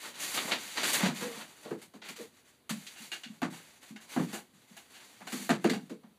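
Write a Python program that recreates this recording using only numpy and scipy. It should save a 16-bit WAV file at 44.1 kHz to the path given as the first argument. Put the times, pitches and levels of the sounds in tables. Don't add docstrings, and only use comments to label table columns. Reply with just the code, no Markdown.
import sys
import numpy as np
from scipy import signal
from scipy.fft import next_fast_len
from scipy.io import wavfile
from scipy.ndimage import uniform_filter1d

SR = 44100
rng = np.random.default_rng(int(sys.argv[2]) if len(sys.argv) > 2 else 0)


def log_audio(samples):
    frames = np.atleast_2d(samples).T
    limited = np.clip(frames, -1, 1)
    pcm = np.round(limited * 32767).astype(np.int16)
    wavfile.write(sys.argv[1], SR, pcm)


N = 272538
T = np.arange(SR // 2) / SR

# pitch_hz, level_db, t60_s
TUBE_MODES = [(343.2, -0.5, 0.246), (690, -3.5, .13), (779, 1.5, 0.04), (1210, -22, 0.059),
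              (1564, -5, 0.024), (1710, -11, 0.088), (2210, -12, 0.1), (2825, -2, 0.058)]
# frequency_hz, gain_db
PAPER_SPECTRUM = [(40, -23), (100, -27), (190, -2.5), (400, -4), (1000, -2), (2200, 0.5), (3100, -2.5),
                  (4600, -2), (7000, 0), (11000, -11), (15000, -15.5)]


def amp(db):
    return 10 ** (np.asarray(db) / 20)


def unit(x):
    return x / np.sqrt(np.mean(x ** 2) + 1e-20)


def at_level(x, db):
    early_rms = np.sqrt(np.mean(x[T < .035] ** 2) + 1e-20)
    return amp(db) * x / early_rms


def read(points, hz):
    f, value = np.transpose(points)
    return np.interp(np.log(hz + 1), np.log(f), value)


def colour(x, db_at):
    size = next_fast_len(len(x) + 4096)
    hz = abs(np.fft.fftfreq(size, 1 / SR))
    log_gain = np.log(amp(db_at(hz)))
    response = np.exp(signal.hilbert(log_gain).conj())
    return np.fft.ifft(np.fft.fft(x, size) * response).real[:len(x)]


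def add(mix, s, sound):
    part = mix[max(round(s * SR), 0):][:len(sound)]
    part += sound[:len(part)]


def room(x, direct_db=-7, build_s=0.0022, near_s=0.0026):
    # frequency_hz, t60_s
    reverb_times = [(150, 0.45), (400, 0.22), (1000, 0.18), (3000, 0.19), (8000, 0.2), (15000, 0.22)]
    echoes = rng.random(len(T)) < 5000 / SR
    taps = rng.standard_normal(len(T)) * echoes * (1 - np.exp(-T / build_s))
    hz, t, z = signal.stft(taps, SR, nperseg=256)
    decay = amp(-60 * t / read(reverb_times, hz)[:, None])
    tail = signal.istft(z * decay, SR, nperseg=256)[1][:len(T)]
    near = rng.standard_normal(len(T)) * np.exp(-T / near_s)
    response = tail / np.linalg.norm(tail) + amp(direct_db) * near / np.linalg.norm(near)
    return signal.fftconvolve(x, response)[:len(x)]


def scatter(clicks, count=5):
    spot = rng.integers(0, count, len(clicks))
    return [clicks * (spot == k) for k in range(count)]


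def slips(count, per_s, spread_db):
    chance, size, sign = rng.random((3, count))
    size_db = spread_db * np.minimum(-np.log(1 - size), 5)
    return (chance < per_s / SR) * np.sign(sign - .5) * amp(size_db)


def ring(modes):
    return sum(amp(db - 60 * T / t60) * np.sin(2 * np.pi * (hz * T + rng.random()))
               for hz, db, t60 in modes)


def room_quiet(level_db=-66.5):
    # frequency_hz, gain_db
    quiet_spectrum = [(20, -18), (70, 8.5), (125, 8.5), (160, 2), (250, 9.5), (500, 0.5), (1500, -7),
                      (4000, -9), (10000, -12), (15000, -15.5)]
    noise = colour(rng.standard_normal(N), lambda hz: read(quiet_spectrum, hz))
    return amp(level_db) * unit(noise)


def drone(db, length_s, pitch_hz=474, waver=0.052):
    speed = 1 + waver * unit(uniform_filter1d(rng.standard_normal(len(T)), size=300))
    stroke = np.sin(np.pi * np.minimum(T / length_s, 1) ** 0.46) ** 2
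    hum = np.sin(2 * np.pi * np.cumsum(pitch_hz * speed) / SR)
    return at_level(hum * stroke, db)


def thump(db, centre_hz, spread, swell_s=0.0062, diffuse_db=-3, push_db=-30, lowest_hz=150):
    # pitch_hz, level_db, t60_s
    board_modes = [(152.9, 6, 0.45), (193, 3, 0.31), (218.2, 5.5, 0.25), (248.5, 7, 0.16), (297, -20, 0.16),
                   (343.6, 2.5, 0.15), (431, 4, 0.27), (486, 6.5, 0.25), (612, 10.5, 0.16)]

    def weight_db(hz):
        octaves = np.log2((hz + 1) / centre_hz)
        stiff = 1 / np.sqrt(1 + (lowest_hz / (hz + 1)) ** 20)
        push_gain = amp(push_db) / (1 + (hz / 300) ** 3)
        return 20 * np.log10(stiff * np.exp(-.5 * (octaves / spread) ** 2) + push_gain + 1e-5)

    woken = [(hz, level + weight_db(hz), t60) for hz, level, t60 in board_modes]
    boards = ring(woken) * (1 - np.exp(-(T / swell_s) ** 2))
    diffuse = colour(room(signal.unit_impulse(len(T))), weight_db)
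    blow = at_level(boards, 0) + at_level(diffuse, diffuse_db)
    blow *= np.exp(-T / 0.18)
    return amp(db) * blow / np.sqrt(np.sum(blow ** 2) / (0.042 * SR))


def step(db, centre_hz, spread_octaves=0.38, spread_growth=1.64):
    spread = spread_octaves * (centre_hz / 250) ** spread_growth
    return thump(db, centre_hz, spread)


def scuff(db, body_db, top_db, length_s, snap_db=-3, snap_direct_db=-5, per_s=1500, spread_db=3):
    run = slips(len(T), per_s, spread_db) * np.exp(-(T / length_s) ** 1.46)
    run /= np.linalg.norm(run) + 1e-9
    snap = room(signal.unit_impulse(len(T)), direct_db=snap_direct_db)
    snap *= amp(snap_db) / (1 + length_s / 0.021)
    heard = snap + sum(room(x) for x in scatter(run, count=3))
    return colour(at_level(heard, db), lambda hz: 20 * np.log10(paper_gain(hz, body_db, top_db)))


def pounce(claw_db, body_db, top_db, skid_s, thump_db, centre_hz, weight_lag_s=0.0071):
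    sound = scuff(claw_db, body_db, top_db, skid_s)
    add(sound, weight_lag_s, step(thump_db, centre_hz))
    return sound


def tube_db(hz, lift_db, blur_hz=14):
    peaks = sum(amp(db) / (1 + ((hz - f) / (blur_hz + 2.2 / t60)) ** 2) for f, db, t60 in TUBE_MODES)
    return 20 * np.log10(1 + amp(lift_db) * peaks)


def scrape(*row, lift_db=9):
    return colour(scuff(*row), lambda hz: tube_db(hz, lift_db))


def knock(db, hardness_db, rebound_s, rebound_db, hollow_db, swell_s=0.002, tick_db=-19, tick_s=0.0012):
    # frequency_hz, gain_db
    clack_spectrum = [(30, -54), (90, -20.5), (170, 5.5), (350, -6), (700, -2), (1700, -4), (3300, -16),
                      (7000, -17), (15000, -41)]
    click = signal.unit_impulse(len(T))
    blows = room(click, direct_db=-10.0)
    add(blows, rebound_s, amp(rebound_db) * room(click, direct_db=-4.5))
    clack = at_level(colour(blows, lambda hz: read(clack_spectrum, hz)), 0)
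    tick = at_level(rng.standard_normal(len(T)) * np.exp(-T / tick_s), tick_db)
    modes = [(hz, level + read(clack_spectrum, hz), t60) for hz, level, t60 in TUBE_MODES]
    hollow = at_level(ring(modes) * (1 - np.exp(-T / swell_s)), hollow_db)
    landing = colour(tick + clack + hollow,
                     lambda hz: hardness_db * np.log2(np.clip(hz, 300, 5000) / 1000))
    return at_level(landing, db)


def tube_fall(db, hardness_db, rebound_db, hollow_db, thump_db, centre_hz, spread,
              rebound_s=0.012, board_lag_s=0.00384):
    sound = knock(db, hardness_db, rebound_s, rebound_db, hollow_db)
    add(sound, board_lag_s, thump(thump_db, centre_hz, spread))
    return sound


def paper_db(hz, body_db, top_db):
    body = read([(900, 1), (2600, 0.018)], hz) * read([(200, 0.91), (600, 1.0)], hz)
    top = read([(3800, 0.079), (11000, 1)], hz)
    return read(PAPER_SPECTRUM, hz) + body_db * body + top_db * top


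def paper_gain(hz, body_db, top_db):
    centre = (hz > 2200) & (hz < 4800)
    centre_rms = np.sqrt(np.mean(centre * amp(read(PAPER_SPECTRUM, hz)) ** 2))
    return amp(paper_db(hz, body_db, top_db)) / centre_rms


def crease(db, top_db, body_db=-1, length_s=0.0035):
    return scuff(db, body_db, top_db, length_s)


def push(t, start, length_s, attack_s=0.01, swell_share=0.18, sag_db_per_s=11.5, stop_db_per_s=400,
         settle_db=-14.5, settle_db_per_s=77):
    held = np.clip(t - start, 0, length_s)
    after = np.maximum(t - start - length_s, 0)
    swell_s = attack_s + swell_share * length_s
    swell = np.sin(np.pi / 2 * np.minimum(held / swell_s, 1)) ** 2
    stop = amp(-stop_db_per_s * after)
    settling = amp(settle_db - settle_db_per_s * after)
    return swell * amp(-sag_db_per_s * held) * np.maximum(stop, settling)


def rustle(per_s=2200, spread_db=2.5, level_db=-3.5, clump_db=2,
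           crinkles_per_s=70, crinkle_db=-8, crinkle_spread_db=0.5):
    # start_s, length_s, level_db, flapping_body_db, crisp_top_db
    shoves = [(-.06, 0.14, -46, -3.5, 1.5), (.115, 0.11, -45.5, 0, -4), (.165, 0.19, -39.5, -2.5, 4),
              (.325, 0.054, -36.5, 1, 3.5), (.39, .09, -41, 3.5, 2.5), (.465, 0.066, -41.5, 12.5, 1),
              (.55, 0.19, -44, -3.5, 1.5), (.745, 0.075, -34, 1.5, -5.5), (.812, .168, -33, -0.5, 2.5),
              (.97, 0.093, -33.5, 7.5, -7), (1.13, 0.1, -47.5, 0.5, 4), (1.24, 0.17, -47.5, 6, 1.5),
              (1.4, .33, -57.5, 4, 3), (2.72, 0.23, -55, -1, 3.5), (2.96, 0.099, -50.5, -3.5, 3.5),
              (5.265, 0.19, -46.5, -1, 5)]
    # start_s, length_s, level_db
    slides = [(1.769, 0.02, -57.5), (2.024, 0.065, -54.5), (2.175, 0.047, -51.5), (2.31, .085, -66),
              (2.436, .05, -62.5), (2.515, 0.027, -69), (3.047, 0.32, -61.5), (3.478, 0.11, -54.5),
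              (3.575, 0.19, -61), (3.793, 0.11, -58), (3.992, 0.047, -57.5), (4.063, 0.17, -48.5),
              (4.254, .12, -52.5), (4.513, 0.13, -66), (4.653, 0.2, -62), (4.849, 0.42, -58),
              (5.593, .07, -59), (5.774, 0.088, -66.5)]
    slide_body_db, slide_top_db = 2, 2
    pushes = list(shoves) + [(*row, slide_body_db, slide_top_db) for row in slides]

    clumps = amp(clump_db * unit(uniform_filter1d(rng.standard_normal(N), size=400)))
    crackle = unit(clumps * slips(N, per_s, spread_db))
    crinkles = amp(crinkle_db) * unit(slips(N, crinkles_per_s, crinkle_spread_db))
    clicks = scatter(unit(crackle + crinkles))

    hz, t, z = signal.stft(clicks, SR, nperseg=512)
    power = sum((amp(db + level_db) * push(t, s, length_s) * paper_gain(hz[:, None], body_db, top_db)) ** 2
                for s, length_s, db, body_db, top_db in pushes)
    spots = signal.istft(z * np.sqrt(power), SR, nperseg=512)[1]
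    return sum(room(x[:N]) for x in spots)


def scene():
    # start_s, level_db, length_s
    drones = [(1.21, -41.5, 0.19), (2.18, -48, 0.13)]
    # start_s, level_db, centre_hz
    steps = [(.445, -44, 254), (1.029, -24.5, 204.5), (1.082, -32, 226), (1.36, -47, 216),
             (2.198, -45.5, 343), (3, -53.5, 214), (3.255, -49, 220), (3.295, -44.5, 204),
             (3.905, -46, 230), (3.94, -49, 234), (4.265, -43, 248), (4.33, -42.5, 281), (4.532, -61, 183),
             (4.706, -55.5, 196), (5.4, -42, 240), (5.752, -36.5, 224), (5.82, -48.5, 207)]
    # start_s, level_db, body_db, top_db, length_s
    scuffs = [(.03, -49, 6, -25, 0.053), (1.157, -48, -9, -3, 0.019), (1.816, -58, 1.5, 4.5, 0.013),
              (2.017, -50, -1, -18, 0.09), (2.16, -53.5, -2, -0.5, 0.023),
              (2.867, -47.5, -19, -7.5, 0.0049)]
    # start_s, claw_db (ahead of the paper colour), body_db, top_db, skid_s, thump_db, thump_centre_hz
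    pounces = [(1.208, -45, 6, -3, 0.04, -39, 245), (1.646, -57.5, 11.5, -15, 0.038, -44.5, 410),
               (1.937, -63.5, 12, -2, 0.02, -50, 276), (2.087, -49.5, 0.5, 0, .006, -51.5, 265),
               (2.694, -42, 2, 0.5, 0.011, -34, 202), (5.321, -45.5, 2, 1.5, 0.01, -35.5, 274),
               (5.697, -37, -3, -8.5, 0.0027, -30, 288), (5.896, -59.5, 8, -2, 0.0062, -39, 307),
               (6.033, -75, 20, -10, 0.011, -51.5, 220)]
    # start_s, level_db, body_db, top_db, length_s
    scrapes = [(2.96, -56.5, -8, -8, 0.037), (3.117, -42, -10, -7, 0.018), (3.235, -48, -15, -12, 0.0037),
               (3.525, -57.5, 0, 2, 0.036), (3.96, -55.5, -3.5, -10, 0.0053), (4.329, -49.5, 3, 6, 0.019),
               (4.767, -57.5, -4, 3.5, 0.009), (4.94, -58.5, -11, -10, 0.072), (5.27, -50.5, 1, -2, 0.0063),
               (5.733, -48, 4, -5, 0.0024)]
    # start_s, level_db, hardness_db_per_octave, rebound_db, hollow_ring_db,
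    # thump_db, thump_centre_hz, thump_spread_octaves
    tube_falls = [(1.708, -41.5, -3.5, -30, -8, -35.5, 353, 0.36),
                  (3.418, -32.5, -0.6, -1, -4.5, -31.5, 276, 0.2),
                  (4.163, -31, -3.5, -10, -3, -28, 263, 0.18),
                  (4.194, -38.5, -5, -24, -12, -29.5, 263, 0.46), (5.206, -49, 0.5, -1, -14, -61, 202, .4),
                  (5.493, -25, 0.5, -0.5, -2.5, -23, 251, 0.53),
                  (5.643, -29, 1, -13, 2.5, -23.5, 297, 0.53)]
    # start_s, level_db, top_db
    creases = [(.373, -30, -48), (.512, -38.5, -16), (.519, -30, -19), (.773, -36, -16),
               (.833, -34.5, -7.5), (.858, -51, -16), (.932, -39, 9.5), (.944, -33, -20), (1.045, -37, -28),
               (1.412, -47.5, -31)]

    mix = room_quiet() + rustle()
    for table, source in ((drones, drone), (steps, step), (scuffs, scuff), (pounces, pounce),
                          (scrapes, scrape), (tube_falls, tube_fall), (creases, crease)):
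        for s, *row in table:
            add(mix, s, source(*row))
    return np.array([mix, mix])


def record(dry):
    # frequency_hz, gain_db
    microphone = [(20, -23), (115, -3.5), (150, -2), (4700, 0.5), (5120, -11), (5600, -6), (6600, -4),
                  (8600, -3), (11000, 1), (12600, -1.5), (13500, -2)]
    edge_hz = 15450
    heard = np.array([colour(x, lambda hz: read(microphone, hz)) for x in dry])
    band_limit = signal.firwin(611, edge_hz, window=("kaiser", 8), fs=SR)
    return signal.oaconvolve(heard, band_limit[None], "same")


dry = scene()
out = record(dry)
log_audio(out)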